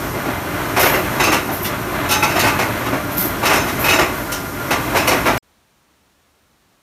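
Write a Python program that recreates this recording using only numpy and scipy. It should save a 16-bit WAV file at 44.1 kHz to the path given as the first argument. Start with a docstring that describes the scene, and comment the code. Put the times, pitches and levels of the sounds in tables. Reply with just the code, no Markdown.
"""Shearing press in a brick workshop

One microphone, mono, in a small shop with the walls close by. Steel bars knock, chatter and ring against
the frame of a belt-driven press in irregular bursts, and now and then slide with a thin hiss. Behind
them the motor hums, while flywheel rumble and bearing rattle swell with each stroke.
The din stops abruptly and leaves only faint room tone."""
import sys
import numpy as np
from scipy import signal
from scipy.fft import rfft, irfft
from scipy.io import wavfile
from scipy.ndimage import uniform_filter1d

SR = 44100
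rng = np.random.default_rng(int(sys.argv[2]) if len(sys.argv) > 2 else 0)


def bounce(signal):
    """Save signal as a 16-bit WAV file at the path given by the first command-line argument."""
    frames = np.transpose(np.atleast_2d(signal))
    limited = np.clip(frames, -1, 1)
    pcm = np.round(limited * 32767).astype(np.int16)
    wavfile.write(sys.argv[1], SR, pcm)


N = 300762
T = np.arange(N) / SR
AGE = T[:SR * 2 // 5]  # seconds since a contact

# Ringing of the press frame and of a bar. Each row: pitch in Hz, relative level in dB, t60 in seconds.
FRAME_MODES = [(365.5, 1, 0.14), (518.7, 2.5, 0.13), (620, -6, 0.48), (655, 0.5, 0.2), (718.81, -3, 0.1),
               (856, 1, 0.14), (966, -6.5, .12), (1176, 3.5, 0.21), (1445.1, -1, 0.22), (2127, -3.5, 0.32),
               (2332, -5.5, 0.09), (2540, -11, 0.067), (2800, -3.5, 0.059)]
BAR_MODES = [(2500, 3, 0.071), (2567, 1.5, 0.15), (2715, 1.5, 0.11), (2920, -7, .1), (3783, -2.5, .16),
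             (3981.2, -8, .13), (4720, -9, .12), (5280, -4.5, 0.12), (5310, -5, 0.13), (6250, -6.5, 0.18),
             (6350, -6.5, 0.13), (7100, -8.5, 0.14), (9600, -13, .1), (13170, -10.5, .09)]
# The dense, unresolved resonances of a clank. Each row: frequency in Hz, relative level in dB.
WASH_SPECTRUM = [(88, -35.5), (150, 4.5), (197, -10.5), (360, -3.5), (472, -9), (585, -7), (880, -5.5),
                 (1740, -12), (2560, 1.5), (3300, -17), (4960, -18.5), (5370, -14.5), (7760, -24.5),
                 (13100, -21.5), (15600, -32.5)]

def clank(hardness_db, ring_db):
    """Chattering steel excites frame and bar. Harder contacts trade thud for treble."""
    contacts = chatter()
    wash = colour(rng.standard_normal(len(AGE)), WASH_SPECTRUM)

    def register(lo_hz, hi_hz, t60):
        """One band of the wash, with the longer tail of the room."""
        return band(wash, lo_hz, hi_hz, order=3) * (fade(t60) + undb(-18) * fade(0.51))

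    bite = undb(1.7 + 0.45 * hardness_db) * unit(register(1900, 3160, t60=0.28))
    middle = unit(register(782, 1800, t60=0.25))
    body = unit(middle + bite) + undb(-6.5) * unit(ring(FRAME_MODES))
    thud = struck(contacts, register(230, 790, t60=0.28), db=-4.5 - 0.69 * hardness_db)
    clang = struck(contacts, body, db=4)
    # the bright edge builds a little later than the body
    clash = struck(contacts, register(3000, 9000, t60=0.18), db=-2.5 + 0.52 * hardness_db, rise_s=0.008)
    tick = struck(contacts, register(9000, 15000, t60=0.083), db=-9 + 0.66 * hardness_db, rise_s=0.008)
    # the bar springs clear and rings on with its own rebounds
    rebounds = chatter(rebound=0.7)
    bar = ring(BAR_MODES, scatter_db=2, detune=0.006, walls_db=-1)
    clink = struck(rebounds, bar, ring_db, rise_s=0.006)
    return thud + (clang + clash + tick + clink) * grit()

def chatter(length_s=0.03, rebound=0.69, count=7):
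    """A first contact and a few weaker rebounds."""
    contacts = np.zeros(int(length_s * SR) + 2)
    contacts[0] = 1
    for when, size in rng.random((count, 2)):
        contacts[int(when * length_s * SR) + 1] += (2 * size - 1) * np.exp(-when) * rebound
    return contacts

def ring(modes, scatter_db=-0.5, detune=0.0044, walls_t60=0.34, walls_db=0):
    """Each blow reweights and detunes the modes; the microphone hears them direct and off the walls."""
    partials = np.array([undb(db) * fade(t60) * np.exp(2j * np.pi * hz * AGE) for hz, db, t60 in modes])
    size, phase, shift = rng.standard_normal((3, len(modes)))
    weights = undb(scatter_db * size) * np.exp(2j * np.pi * phase)
    tone = (weights[:, None] * partials).imag.sum(axis=0)
    direct = np.interp(AGE * (1 + detune * shift[0]), AGE, tone)
    return unit(direct) + undb(walls_db) * unit(reflections(direct, walls_t60))

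def struck(contacts, body, db, rise_s=0.0032):
    """A body's answer to all contacts takes a moment to build; its level is set on the first 40 ms."""
    build = 1 - np.exp(-AGE / rise_s)
    answer = signal.fftconvolve(contacts, body * build)[:len(AGE)]
    return undb(db) * unit(answer, count=1764)

def grit(spread_db=1.3, catch_s=0.004):
    """Tiny catches make the level uneven as steel grates during a blow."""
    sizes = rng.standard_normal(512)
    return undb(spread_db * np.interp(AGE / catch_s, np.arange(len(sizes)), sizes))

# Bars striking the press. Each row: start in seconds, strength in dB, hardness of the contact in dB,
# free ring of the bar in dB relative to the strength.
BAR_BLOWS = [(.146, -36, -16, -15), (.252, -31, -17, -19.5), (.763, -19, -4, -16), (.792, -20, 7, -6),
             (.827, -18.5, -6, -14), (.856, -22.5, -3, -15.5), (.937, -23.5, -8.5, -10),
             (1.196, -19, -3.5, -3.5), (1.233, -22, 5, 1), (1.27, -22, -8, -3.5), (1.318, -18, 1, -9.5),
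             (1.486, -34.5, -22, -10), (1.643, -29, 13, -19), (2.088, -26.5, 11.5, -1.5),
             (2.109, -24, 16, 3), (2.224, -20, 0, -2.5), (2.29, -31, 3, 2.5), (2.353, -20, -7, -11),
             (2.391, -23, 11, -3), (2.434, -20, -4.5, -7.5), (2.465, -23, 3, -6.5), (2.589, -20, -4.5, -23),
             (2.805, -36, -9, -10.5), (2.856, -28, -7, -11.5), (2.924, -28.5, -11.5, -20),
             (3.427, -22, -8, -10.5), (3.452, -21, 6.5, -2.5), (3.494, -18, -5, -18.5),
             (3.53, -21.5, 5, -12), (3.564, -25.5, -2, -3), (3.675, -30, 3, -6), (3.84, -22.5, 3, -5.5),
             (3.884, -19, 4, 1.5), (3.929, -22, -1.5, 0.5), (3.986, -16.5, -6, -15),
             (4.317, -30.5, 17, -14), (4.706, -19.5, -2, -9), (4.946, -20, -7, -20.5),
             (4.966, -23, 5, -4.5), (5.071, -16.5, 4.5, -12.5), (5.11, -20, -8, -14.5),
             (5.255, -19, -7, -12.5), (5.274, -23, -9.5, -19), (5.368, -31, 9, -17.5)]

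def bar_blows():
    """Steel bars knock against the frame in irregular bursts."""
    out = np.zeros(N)
    for start, db, hardness_db, ring_db in BAR_BLOWS:
        add(out, start, undb(db) * clank(hardness_db, ring_db))
    return out

# Ringing of a steel plate. Each row: pitch in Hz, relative level in dB, t60 in seconds.
PLATE_MODES = [(852, -2, 0.32), (937, -5, .15), (1340, -1.5, .18), (1525, -7, 0.22), (2560, 5.5, 0.055)]
# Knocks on that plate. Each row: start in seconds, level in dB.
PLATE_KNOCKS = [(.827, -31), (1.233, -26), (2.108, -19.5), (2.223, -16), (2.246, -28.5), (2.465, -23),
                (3.494, -24), (3.841, -19.5)]

def loose_plate():
    """A loose plate is caught, chatters and rings."""
    out = np.zeros(N)
    for start, db in PLATE_KNOCKS:
        add(out, start, struck(chatter(), ring(PLATE_MODES), db))
    return out

# A bar sliding over steel. Each row: start in seconds, length in seconds, level in dB.
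BAR_SLIDES = [(.79, 0.22, -19.5), (1.51, 0.13, -27), (1.617, 0.093, -24.5), (3.107, 0.1264, -30),
              (3.167, 0.15, -17), (3.788, 0.1506, -23.5), (4.146, 0.15, -36)]

def bar_slides():
    """Tiny catches of the ribbed surface hiss as a bar starts quickly, then slows down."""
    out = np.zeros(N)
    for start, length_s, db in BAR_SLIDES:
        friction = rng.standard_normal(len(AGE))
        catches = friction * undb(2 * np.repeat(rng.standard_normal(len(AGE)), 100)[:len(AGE)])
        hiss = unit(band(catches, 11300, 14000)) + undb(-11) * unit(band(catches, 3500, 7800))
        speed = (1 - np.exp(-AGE / 0.01)) * np.exp(-2 * (AGE / length_s) ** 2)
        add(out, start, undb(db) * speed * hiss)
    return out

# Dull bumps of the press bed. Each row: start in seconds, pitch in Hz, level in dB.
BED_BUMPS = [(0.283, 257, -12.5), (.693, 246, -29), (.94, 300.9, -27), (1.29, 305, -8), (2.928, 272, -9.5),
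             (3.185, 185.3, -12), (3.25, 310, -12)]

def bed_bumps(t60=0.1, rise_s=0.003):
    """A soft heavy contact swings one low, well damped resonance."""
    out = np.zeros(N)
    for start, hz, db in BED_BUMPS:
        swing = np.sin(2 * np.pi * hz * AGE) * fade(t60) * (1 - np.exp(-AGE / rise_s))
        add(out, start, undb(db) * swing)
    return out

def drive(stroke_s=1.353, full_load_s=1.023):
    """Rumble, rattle and hiss swell with the load once a stroke; rumble and rattle briefly ease off."""
    load = np.cos(2 * np.pi * (T - full_load_s) / stroke_s)
    ease = swell(peak_s=4.5, half_s=0.33)
    rumble = undb(-25 + 1.4708 * load - ease) * flywheel_rumble()
    rattle = undb(-24.5 + 2 * load - 3.5 * ease) * bearing_rattle()
    hiss = undb(-34 + 1.7 * load) * belt_hiss()
    return rumble + rattle + hiss

# Resonances of flywheel, belt and frame. Each row: centre in Hz, width in Hz, relative gain in dB.
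RUMBLE_BANDS = [(54.8, 9.9, 0.5), (90, 15, 1.5), (113, 9.2, 2.5), (130.4, 18, 1), (188.8, 90, -3.5),
                (226.4, 16, -5.5), (277.6, 16, 1.5), (308, 36, 0.5), (365, 24, -0.5), (427.21, 80, -5.5)]

def flywheel_rumble():
    """Flywheel, belt and frame rumble in low bands of noise."""
    rumble = sum(undb(db) * band(rng.standard_normal(N), hz - width / 2, hz + width / 2, order=1)
                 for hz, width, db in RUMBLE_BANDS)
    return unit(band(rumble, 38, 480, order=3))

# Rattle of the bearings. Each row: frequency in Hz, relative level in dB.
RATTLE_SPECTRUM = [(400, -22), (500, -8), (585, 4), (670, 2), (750, -3.5), (870, -1.5), (1400, -1.5),
                   (1700, -4.5), (2100, -5), (2650, -9.5), (3000, -13), (4200, -17.5), (6000, -45.5)]

def bearing_rattle(knocks_per_s=1500, flutter_db=1.48):
    """Loose bearings make dense little knocks, blurred by the walls on their way to the microphone."""
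    knocks = (rng.random(N) < knocks_per_s / SR) * rng.uniform(-0.95, 1, N)
    blurred = unit(reflections(knocks, t60=0.1))
    return colour(blurred + rng.standard_normal(N), RATTLE_SPECTRUM) * undb(flutter_db * wander(22))

# Hiss of the belt. Each row: frequency in Hz, relative level in dB.
BELT_SPECTRUM = [(2500, -22), (4000, -5), (5800, 0), (7500, -4), (9800, -3), (11200, -1), (13200, 3),
                 (14200, -3.5), (15800, -15)]

def belt_hiss(flutter_db=0.3):
    """The running belt hisses with a slight flutter."""
    return colour(rng.standard_normal(N), BELT_SPECTRUM) * undb(flutter_db * wander(25))

def boom(hz=54, db=-28.5):
    """A deep boom swells under the last of the din."""
    noise = unit(band(rng.standard_normal(N), hz - 7, hz + 7))
    return undb(db) * swell(peak_s=5.38, half_s=0.095) * noise

# Squeals of a dry bearing. Each row: loudest moment in seconds, half length in seconds, level in dB.
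BEARING_SQUEALS = [(3.1, .16, -35), (4.38, 0.14, -33), (4.66, 0.092, -30)]

def bearing_squeal(hz=1400, waver=0.0035, flutter_db=4):
    """Dry friction keeps one narrow resonance singing unevenly."""
    phase = 2 * np.pi * np.cumsum(hz * (1 + waver * wander(90))) / SR
    song = unit(np.sin(phase) * undb(flutter_db * wander(45)))
    return song * sum(undb(db) * swell(peak_s, half_s) for peak_s, half_s, db in BEARING_SQUEALS)

# Hum of the motor. Each row: multiple of the magnetic pull's frequency, level in dB.
MOTOR_HARMONICS = [(6, -47), (8, -44), (10, -41), (11, -52), (12, -43.5), (13, -52.5), (14, -44.5),
                   (16, -49.5)]

def motor_hum(pull_hz=100.14):
    """Harmonics of the motor's magnetic pull waver in pitch and level."""
    phase = 2 * np.pi * np.cumsum(pull_hz * (1 + 0.0015 * wander(6))) / SR
    return sum(undb(db + 1.1 * wander(11)) * unit(np.sin(multiple * phase + 0.7 * wander(14)))
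               for multiple, db in MOTOR_HARMONICS)

# The quiet workshop. Each row: frequency in Hz, relative level in dB.
ROOM_SPECTRUM = [(15, -51), (25, -21), (75, -1.5), (104, -10.5), (140, -8.5), (247, -9.5), (275, -8.5),
                 (497, -13.5), (1120, -13.5), (1860, -17.5), (4290, -21.5), (4910, -23.5), (5620, -23),
                 (15600, -29.5)]

def room_tone(db=-58.5):
    """Faint, low noise around the microphone once the press is still."""
    return undb(db) * colour(rng.standard_normal(N), ROOM_SPECTRUM)

def reflections(x, t60):
    """Close brick walls smear x into a short, dense tail."""
    return signal.fftconvolve(x, rng.standard_normal(len(AGE)) * fade(t60))[:len(x)]

def undb(db):
    """Decibels to gain."""
    return 10 ** (np.asarray(db) / 20)

def unit(x, count=None):
    """Scale to rms 1, judged on the first count samples."""
    return x / np.sqrt(np.mean(x[:count] ** 2) + 1e-18)

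def colour(x, points):
    """Shape the spectrum of x through (Hz, dB) points, at rms 1."""
    hz, db = np.transpose(points)
    bins_hz = np.maximum(np.arange(len(x) // 2 + 1) * SR / len(x), 1)
    gain = undb(np.interp(np.log(bins_hz), np.log(hz), db))
    return unit(irfft(rfft(x) * gain, len(x)))

def band(x, lo_hz, hi_hz, order=2):
    """Band-pass filter."""
    return signal.sosfilt(signal.butter(order, [lo_hz, hi_hz], "band", fs=SR, output="sos"), x)

def wander(rate_hz):
    """Smooth random drift at rms 1."""
    hold = int(SR / rate_hz)
    steps = np.repeat(rng.standard_normal(N // hold + 1), hold)
    return unit(uniform_filter1d(uniform_filter1d(steps, hold), hold)[:N])

def fade(t60):
    """Decay by 60 dB in t60 seconds."""
    return np.exp(-np.log(1000) * AGE / t60)

def swell(peak_s, half_s):
    """A smooth rise and fall around peak_s."""
    return np.exp(-((T - peak_s) / half_s) ** 2)

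def add(out, start_s, x):
    """Mix x into out from start_s on."""
    i = int(start_s * SR)
    out[i:i + len(x)] += x[:N - i]

def scene(stop_s=5.381, quiet_s=5.425):
    """The working shop stops abruptly and leaves a quiet room, the same in both channels."""
    steel = bar_blows() + loose_plate() + bar_slides() + bed_bumps()
    shop = steel + drive() + boom() + bearing_squeal() + motor_hum()
    running = np.clip((stop_s - T) / 0.002, 0, 1)
    stopped = np.clip((T - quiet_s) / 0.004, 0, 1)
    return np.tile(shop * running + room_tone() * stopped, (2, 1))

# Dips of the microphone port. Each row: centre in Hz, width in Hz.
PORT_DIPS = [(4950, 77), (7750, 93), (10450, 250)]

def record(dry, ceiling=0.79, top_hz=15500):
    """The microphone port dents the treble, the loudest peaks are rounded and the top is cut."""
    for hz, width in PORT_DIPS:
        dry = signal.lfilter(*signal.iirnotch(hz, hz / width, fs=SR), dry)
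    rounded = dry / (1 + (dry / ceiling) ** 4) ** (1 / 4)
    return signal.sosfilt(signal.ellip(10, 0.2, 80, top_hz, fs=SR, output="sos"), rounded)

dry = scene()
out = record(dry)
bounce(out)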